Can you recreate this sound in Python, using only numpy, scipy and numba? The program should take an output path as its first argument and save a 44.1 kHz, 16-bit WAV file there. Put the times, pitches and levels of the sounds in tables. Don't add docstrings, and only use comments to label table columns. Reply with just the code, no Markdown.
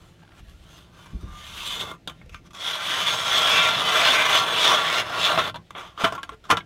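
import sys
import numpy as np
from scipy import signal
from scipy.fft import rfft, irfft
from scipy.io import wavfile
from scipy.ndimage import uniform_filter1d
from numba import njit

SR = 44100
rng = np.random.default_rng(int(sys.argv[2]) if len(sys.argv) > 2 else 0)


def bounce(signal):
    frames = np.transpose(np.atleast_2d(signal))
    limited = np.clip(frames, -1, 1)
    pcm = np.round(limited * 32767).astype(np.int16)
    wavfile.write(sys.argv[1], SR, pcm)


N = 293265
T = np.arange(N) / SR
SLOW = T[::64].copy()
STEADY = np.ones(len(SLOW))

# start in seconds, rasp peak in dB, then weight, crunch and hiss in dB
# relative to the rasp, crumbling tail in dB, and for the struck chunk its pitch in Hz, peak in dB
# and time to fall 60 dB in seconds.
KNOCKS = [(.2274, -44, 4, 1, -12, -75, 864, -50, .04), (.3194, -45.5, 11, 7, -8, -75, 634, -53, .05),
          (0.3864, -37, -7, -7, -10, -63, 350, -45, .045), (.4953, -48, -11, -11, 1, -70, 1210, -64, .045),
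          (.969, -43, 7, -6, -11, -76, 518, -50, 0.038), (1.059, -43, 12, -3, 2, -70, 1070, -48, 0.03),
          (1.2106, -46, 0, -12, 8, -70, 1230, -51, .1), (1.9142, -32, 11.5, -5, 1, -56, 1183, -34.5, .12),
          (2.0747, -15.5, 2.5, -12, -7.5, -35, 1160, -47, 0.11),
          (2.0967, -28.5, 5, 3, -2, -53, 1190, -40, .08), (2.2145, -53, 17, 15, -10, -78, 2170, -40, 0.032),
          (2.2603, -50, -11, -5, 3, -76, 504, -48, 0.07), (2.294, -35, -5, 0, -3.5, -85, 487, -46, .05),
          (2.3448, -25.5, 1, 3, -8.5, -56, 1300, -23, .015),
          (2.5067, -43, 2, -5, -1, -58, 1170, -45, 0.063), (2.533, -38, 5, -15, -0.5, -61, 1160, -43, .045),
          (2.5466, -31, -3, -12, -6, -50, 1160, -48, .045),
          (2.5969, -27, -5, -22, -8, -52, 1140, -40, .045),
          (5.375, -11.5, 5.5, -4, -18, -26, 1110, -19, .045),
          (5.386, -20, -8, -3, -14, -18, 1304, -10, .05),
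          (5.5433, -27, 2.5, -6, -16, -37.5, 935, -26, 0.04),
          (5.5583, -21, 3, -5, -11, -44.5, 970, -25.5, 0.041),
          (5.7064, -31, 8, 2.5, -2, -57, 1145, -29, 0.026),
          (5.7496, -39, 13, 6, -29, -47.5, 1190, -32, 0.056),
          (5.9764, -27, 3, -10, -20, -47, 1200, -27, .05), (6.037, -24, 7, 4, -4, -37, 192, -17.5, 0.042),
          (6.0424, -10, 7.5, 1, -12, -21, 1320, -15, 0.044),
          (6.123, -24.5, 14.5, 2, -2, -42, 664, -22, 0.03),
          (6.1509, -26.5, 11.5, -3, -2, -50, 1220, -32, .045),
          (6.1789, -31.5, 11, 5, -9, -51, 1097, -26, 0.11),
          (6.2309, -18, -2.5, -8, -7, -39, 1600, -26.5, .05),
          (6.2748, -48, 4, -3, -13, -62, 1200, -48, .036),
          (6.2921, -27, 8.5, 3, -4.5, -54, 1095, -26.5, 0.038),
          (6.32, -36, -1, -6, -20, -62, 437, -39.5, 0.16), (6.4403, -37, 0, -10, -9, -49, 1340, -43, .045),
          (6.453, -42, 0, -11, -8, -66, 1190, -38.5, .04),
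          (6.5017, -22, 13.5, 6, -0.5, -27.5, 1058, -6, 0.046),
          (6.5111, -4, -1, 0, -7, -24, 1205, -8.5, .04),
          (6.5236, -19.5, 18.5, -1, -18, -41.5, 465, -16.5, 0.076),
          (6.57, -14.5, 1, -4, -9.5, -30, 1226, -28, .045), (6.6059, -33, 3, -2, -23, -54, 2190, -35, .045)]
# time in seconds, rasp level in dB, weight of the ice sheet in dB relative to the rasp.
TRIAL_TURN = [(1.2, -66, 5), (1.288, -63, 12), (1.392, -49, -1.5), (1.684, -31.5, -10), (1.786, -37, -0.5),
              (1.812, -31.5, -5), (1.83, -42, 6), (1.912, -47, 4.5), (1.96, -63, 4)]
GRIND = [(2.54, -53, 5), (2.58, -50.5, 2.5), (2.62, -35.5, -3.5), (2.71, -29.5, -6), (2.8, -34.5, -0.5),
         (2.91, -27.5, -4), (2.98, -29, 1.5), (3.09, -24.5, -3.5), (3.24, -29.5, -2.5), (3.34, -23, 0.5),
         (3.56, -23, -0.5), (3.68, -24, -1.5), (3.8, -27, 2.5), (3.88, -25.5, 1.5), (3.95, -23, 3),
         (4.08, -20, -1.5), (4.15, -21.5, 0.5), (4.28, -25.5, 0), (4.36, -19, -3), (4.42, -23, -2),
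         (4.46, -31, 4.5), (4.58, -26, -1), (4.64, -19.5, -5.5), (4.719, -22, 3), (4.83, -29.5, -1),
         (5.0, -24.5, 0), (5.04, -41, 6.5), (5.19, -30, 4), (5.245, -19, -10), (5.31, -26, 3.5),
         (5.37, -32.5, 2), (5.45, -32.5, 1), (5.499, -35.5, 5), (5.53, -67, -9)]
# loudest moment in seconds, rasp level in dB,
# weight in dB relative to the rasp, seconds to rise by 10 dB, seconds to fall by 10 dB.
SCUFFS = [(.02, -63, 4, 0.093, 0.19), (.36, -67, 10, 0.046, .04), (.2, -72, 3, .1, .15),
          (.394, -57, 5.5, 0.05, 0.022), (.476, -59, -2.5, .06, .12), (.78, -50, -0.5, 0.15, 0.067),
          (1.0, -56, 5, 0.079, 0.17), (1.15, -69, 6, .15, .15), (2.33, -61, 0, .03, 0.052),
          (2.2, -69, -6, .08, 0.055), (2.47, -59.5, 6, 0.019, 0.01), (5.67, -66, -13, .03, 0.024),
          (5.785, -46, 10.5, 0.02, 0.087), (5.88, -52, -9, 0.092, 0.036), (6.006, -35.5, 6, 0.019, 0.084),
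          (6.34, -59.5, 14.5, 0.035, 0.011), (6.5, -42.5, 15, 0.0073, .01), (6.47, -61.5, 8, .03, 0.039)]
# time in seconds, crunch and chip hiss in dB relative to
GRAIN = [(0, -5, -2), (.35, 0, -1.5), (.75, -9, -3.5), (1.2, -4, -2), (1.7, -7, -3), (1.9, -10, -5),
         (2.15, 7, -3), (2.38, 7, 2), (2.45, -8, -3), (2.62, -6, -7), (2.98, -1, -7.5), (3.25, -8.5, -8),
         (3.58, -3, -11), (3.85, -7, -10), (4.2, -1, -9.5), (4.45, -6, -10), (4.86, -2, -10),
         (5.05, -4, -11), (5.4, -3, -11.5), (5.8, -4, -9.5), (6.65, -7, -8)]
# time in seconds, depth from 0 (on top) to 1 (sunk in), steel ring in dB,
# damping by slush as a factor on the width of each steel mode, gain of the hole's hollow thud in dB.
SEAT = [(0, 0.74, -16, 1.9, -5), (1.2, 0.3, 5, 1.15, -41), (1.9, 0.15, 3.5, 1.42, 8),
        (2.5, 0.53, 6, 2.1, -3), (3.2, 0.64, 6.5, 1.4, -30), (4.3, 0.68, 4.5, 1.66, -4),
        (5.4, 1, -3, 2.27, 4), (5.7, 0.5, 1.5, 2.8, -5), (6.65, 0.52, -3, 4.7, -2)]
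# frequency in Hz, relative level in dB per Hz.
SURFACE_COLOUR = [(120, -28.5), (200, -3.5), (806, -4), (1160, 7), (1270, -3.5), (1400, 1.5), (2020, -16),
                  (3430, -9.5), (4350, -24), (6280, -28), (13300, -33), (16000, -43.5)]
SUNK_COLOUR = [(120, -48), (200, -22), (558, -5), (623, -0.5), (836, -7.5), (968, -6.5), (1370, 1.5),
               (1480, -5), (2560, -13.5), (3430, -6.5), (4770, -20), (6400, -17.5), (13600, -28.5),
               (16000, -30.5)]
STEEL_HZ = [453, 632, 984, 1057, 1135, 1200, 1378, 1541, 1715, 2030, 2120, 2360, 2690, 3038, 3320, 3460,
            3500, 3655, 3840, 4450, 4966, 5160, 5490, 5730, 5980, 6220, 6460, 6715, 7600, 9300]
# gain over the ice in dB when resting on top, gain in dB when sunk in
# (the steel ring of SEAT adds to both), seconds to fall 60 dB before slush damping.
STEEL = [(-4, -7.5, 0.21), (-30, 2.5, 0.084), (-3, 3.5, 0.36), (-8.5, 7, 0.44), (-21, 9, 0.24),
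         (12, 0.5, 0.25), (0, 3.5, 0.24), (-4.5, 4.5, 0.18), (-17, -19, 0.24), (-0.5, 2, 0.35),
         (7.5, -3.5, 0.039), (0, 1.5, 0.039), (-18, 4, 0.27), (4.5, -1, 0.26), (4.5, -6, 0.069),
         (-15.5, 7, 0.13), (5, -7.5, 0.019), (3.5, -0.5, 0.11), (-13, 0, 0.16), (-15, -1, 0.23),
         (1, 6, 0.096), (-21, 7.5, 0.016), (-2, 5, 0.067), (-6, -1, 0.026), (5, -0.5, 0.11),
         (1.5, 9.5, 0.11), (8.5, 5.5, 0.16), (2.5, -14, 0.13), (-5, -14, 0.23), (-18, 5, 0.11)]
SPLIT_HZ = (1700, 2800, 4500)
TAIL_T60_S = (0.11, 0.1, 0.075, 0.085)
# time in seconds, deep rumble in dB, upper rumble in dB.
DOCK = [(0, -41, -53), (.17, -64, -54), (.38, -59, -54), (.43, -46.5, -57), (.59, -47.5, -56.5),
        (.65, -54, -55), (1.1, -59, -52.5), (1.35, -47, -54.5), (1.7, -51, -53), (1.88, -54, -43.5),
        (1.98, -61, -54.5), (2.2, -52, -52), (2.32, -44.5, -54), (2.47, -55, -51.5), (2.56, -63, -55),
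        (3.1, -66, -46), (3.35, -63, -46), (3.5, -62, -44.5), (3.8, -62, -40), (3.9, -59, -45),
        (5.0, -60, -46), (5.4, -56.5, -43), (5.58, -56, -45), (5.66, -63, -61), (5.87, -58, -55),
        (6.2, -62, -78), (6.36, -49, -65), (6.47, -64, -58), (6.65, -57, -55)]
# pitch in Hz, width in Hz, relative level in dB.
BOARDS = [(35, 10, -9.5), (63.6, 33, -4), (107, 43, 1), (166.4, 49.5, 2), (236, 250, -5), (332, 89, -6.5)]
# start in seconds, level in dB, pitch it settles to in Hz.
THUMPS = [(.4, -45, 46), (1.132, -30, 59), (1.225, -30, 58.8)]
# frequency in Hz, relative level in dB per Hz.
HUSH = [(120, -8), (200, -7.5), (647, -4.5), (836, -8), (1000, -19), (1840, -12.5), (2700, -13),
        (4520, -18.5), (16000, -37)]


def auger(trim_db=-4.5):
    force, chunks = forces()
    depth, ring_db, damping, thud_db = curve(SEAT, SLOW)
    depth = np.clip(depth, 0, 1)
    ice = ice_sheet(force, np.interp(T, SLOW, depth))
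    body = ice + steel(ice, depth, ring_db, damping) + chips(ice)
    return undb(trim_db) * body + chunks + hole(force[0], thud_db)


def forces(patchy_db=0.45):
    patches_db = patchy_db * np.array([walk(24.88) for _ in range(4)])
    breaks = fractures()
    force = breaks * shaving() * undb(patches_db)
    tones = np.zeros(N)
    for s, peak_db, weight, crunch, hiss, tail_db, hz, tone_db, tone_t60 in KNOCKS + ticks():
        i = int(s * SR)
        t = T[:min(SR // 6, N - i)]
        now = slice(i, i + len(t))
        registers = undb(np.array([[weight], [crunch], [0], [hiss]]))
        force[:, now] += knock(t, breaks[now], peak_db, tail_db) * registers
        chunk = fade(t, tone_t60, rise=.001) * np.sin(2 * np.pi * hz * t)
        tones[now] += undb(tone_db) * chunk
        flex = fade(t, .05) * np.sin(2 * np.pi * 311 * t)
        tones[now] += undb(peak_db + weight - 22) * flex
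    return force, tones


def fractures(dense=.3, scatter_db=1.26, flutter_db=1.0):
    when = rng.random(N) < dense
    size = rng.exponential(size=N)
    sign = rng.standard_normal(N)
    return unit(when * sign * undb(scatter_db * size + flutter_db * walk(60)))


def shaving(crunch_per_weight=0.37, hiss_per_weight=0.27, roundness=1.28):
    crunch_db, hiss_db = curve(GRAIN)

    def registers(rasp, weight):
        crunch = crunch_db + crunch_per_weight * weight
        hiss = hiss_db + hiss_per_weight * weight
        return undb(rasp + np.array([weight, crunch, 0 * T, hiss]))

    power = np.zeros((4, N))
    for rows in (TRIAL_TURN, GRIND):
        turning = (T >= rows[0][0]) & (T < rows[-1][0])
        power += registers(*curve(rows)) ** 2 * turning
    for s, rasp_db, weight_db, rise, fall in SCUFFS:
        away = np.where(T < s, (s - T) / max(rise, .005), (T - s) / max(fall, .005))
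        power += registers(rasp_db - 10 * away ** roundness, weight_db + 0 * T) ** 2
    return np.sqrt(power)


def knock(t, breaks, peak_db, tail_db):
    crack = rng.standard_normal(len(t)) * fade(t, .022, rise=0.00046)
    crack[:2] += 2.2
    tails = np.array([fade(t, t60, rise=0.0011) for t60 in TAIL_T60_S])
    return crack * undb(peak_db - 11) + breaks * undb(tail_db) * tails


def ticks(count=12, start_s=.19, end_s=.36, middle_db=-48, scatter_db=5.5, middle_hz=1090):
    rows = []
    for k in range(count):
        late, loud, high = rng.random(3)
        s = start_s + (end_s - start_s) * (k + .4 * late) / count
        peak_db = middle_db + scatter_db * (2 * loud - 1)
        hz = middle_hz * 2 ** (high - .5)
        rows.append((s, peak_db, 6, 1, -9, -90, hz, peak_db - 3, .02))
    return rows


def ice_sheet(force, sunk):
    lo, mid, hi = SPLIT_HZ
    bands = [(lo, "low"), ((lo, mid), "band"), ((mid, hi), "band"), (hi, "high")]
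    ice = np.zeros(N)
    for colour, share in ((response(SURFACE_COLOUR), 1 - sunk), (response(SUNK_COLOUR), sunk)):
        for band, push in zip(bands, force):
            h = signal.sosfilt(signal.butter(4, *band, fs=SR, output="sos"), colour)
            h = h / np.sqrt(np.sum(h ** 2))
            ice += signal.oaconvolve(share * push, h)[:N]
    return ice


def steel(ice, depth, ring_db, damping, wander_db=4.5, drift=0.0037):
    out = np.zeros(N)
    for hz, (top_db, sunk_db, t60) in zip(STEEL_HZ, STEEL):
        lit_db = ring_db + top_db + depth * (sunk_db - top_db) + wander_db * walk(7, SLOW)
        bent_hz = hz * (1 + drift * walk(5.5, SLOW))
        width_hz = damping * np.log(1000) / np.pi / t60
        out += ring(ice, undb(lit_db), bent_hz, width_hz)
    return out


def chips(ice, count=8, lowest_hz=603, highest_hz=13880, life_s=.06, sharpness=61, level_db=5):
    out, hold = np.zeros(N), int(life_s * SR / 64)
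    for k in range(count):
        pitches = lowest_hz * (highest_hz / lowest_hz) ** rng.random(400)
        hz = np.repeat(pitches, hold)[k * hold // count:][:len(SLOW)]
        out += ring(ice, STEADY, hz, hz / sharpness)
    return undb(level_db) * out


def hole(weight_force, thud_db, hz=436, width_hz=290):
    return ring(weight_force, undb(thud_db), hz * STEADY, width_hz * STEADY)


def dock():
    deep, upper = load()
    modes = []
    for hz, width_hz, db in BOARDS:
        board = rng.standard_normal(N)
        for _ in range(2):
            board = ring(board, STEADY, hz * STEADY, width_hz * STEADY)
        modes.append(undb(db) * unit(board))
    return deep * unit(sum(modes[:2])) + upper * unit(sum(modes[2:])) + thumps()


def load(knock_db=(-45, -31.5), thump_db=(0.5, -7)):
    power = undb(curve(DOCK)) ** 2
    jolts = [(s, peak_db + weight + np.array(knock_db)) for s, peak_db, weight, *_ in KNOCKS]
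    jolts += [(s, level_db + np.array(thump_db)) for s, level_db, _ in THUMPS]
    t = T[:SR // 4]
    for s, db in jolts:
        i = int(s * SR)
        jolt = undb(db)[:, None] * fade(t, 0.3, rise=0.0038)[:N - i]
        power[:, i:i + len(t)] += jolt ** 2
    return np.sqrt(power)


def thumps():
    out, t = np.zeros(N), T[:SR // 5]
    for s, level_db, hz in THUMPS:
        phase = 2 * np.pi * hz * (t + 0.0114 * (1 - np.exp(-t / 0.014)))
        swell = t / 0.035 * np.exp(1 - t / 0.03) * np.exp(-(t / 0.081) ** 4)
        contact = np.exp(-t / 0.0097) * np.sin(2 * np.pi * 130 * t)
        i = int(s * SR)
        out[i:i + len(t)] += undb(level_db) * swell * (np.sin(phase) + 0.35 * np.sin(3.1 * phase))
        out[i:i + len(t)] += undb(level_db - 10) * contact
    return out


def hush(level_db=-62, wander_db=0.43):
    air = signal.fftconvolve(rng.standard_normal(N), response(HUSH))[:N]
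    return undb(level_db + wander_db * walk(5.2)) * unit(air)


@njit
def ring(x, gain, hz, width_hz):
    y, band, low = np.empty(len(x)), 0., 0.
    g, k, a = 0., 0., 0.
    for i in range(len(x)):
        if i % 64 == 0:
            j = i // 64
            g, k, a = np.tan(np.pi * hz[j] / SR), width_hz[j] / hz[j], gain[j]
        v = (band + g * (a * x[i] - low)) / (1 + g * (g + k))
        band = 2 * v - band
        low = low + 2 * g * v
        y[i] = k * v
    return y


def fade(t, t60, rise=1e-4):
    return (1 - np.exp(-t / rise)) * np.exp(-np.log(1000) * t / max(t60, .005))


def walk(rate, at=T):
    coarse = np.arange(0, N / SR + 1 / rate, .25 / rate)
    levels = np.repeat(rng.standard_normal(len(coarse)), 4)
    for _ in range(2):
        levels = uniform_filter1d(levels, size=4)
    return np.interp(at, coarse, unit(levels[:len(coarse)]))


def response(table, size=1024):
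    f, db = np.transpose(table)
    hz = np.fft.rfftfreq(size, 1 / SR)
    level_db = np.interp(np.log(hz + 1e-9), np.log(f), db)
    cepstrum = irfft(np.log(undb(level_db)))
    cepstrum[1:size // 2] *= 2
    cepstrum[size // 2 + 1:] = 0
    return irfft(np.exp(rfft(cepstrum)))


def curve(rows, at=T):
    s, *columns = np.transpose(rows)
    return [np.interp(at, s, c) for c in columns]


def undb(db):
    return np.exp(np.asarray(db) * np.log(10) / 20)


def unit(x):
    return x / np.sqrt(np.mean(x ** 2))


def scene():
    return (auger() + dock() + hush())[None]


def record(dry, ceiling=.62, top_hz=15850):
    rounded = dry / (1 + np.abs(dry / ceiling) ** 4) ** (1 / 4)
    return signal.sosfilt(signal.ellip(12, .2, 95, top_hz, fs=SR, output="sos"), rounded)


dry = scene()
out = record(dry)
bounce(out)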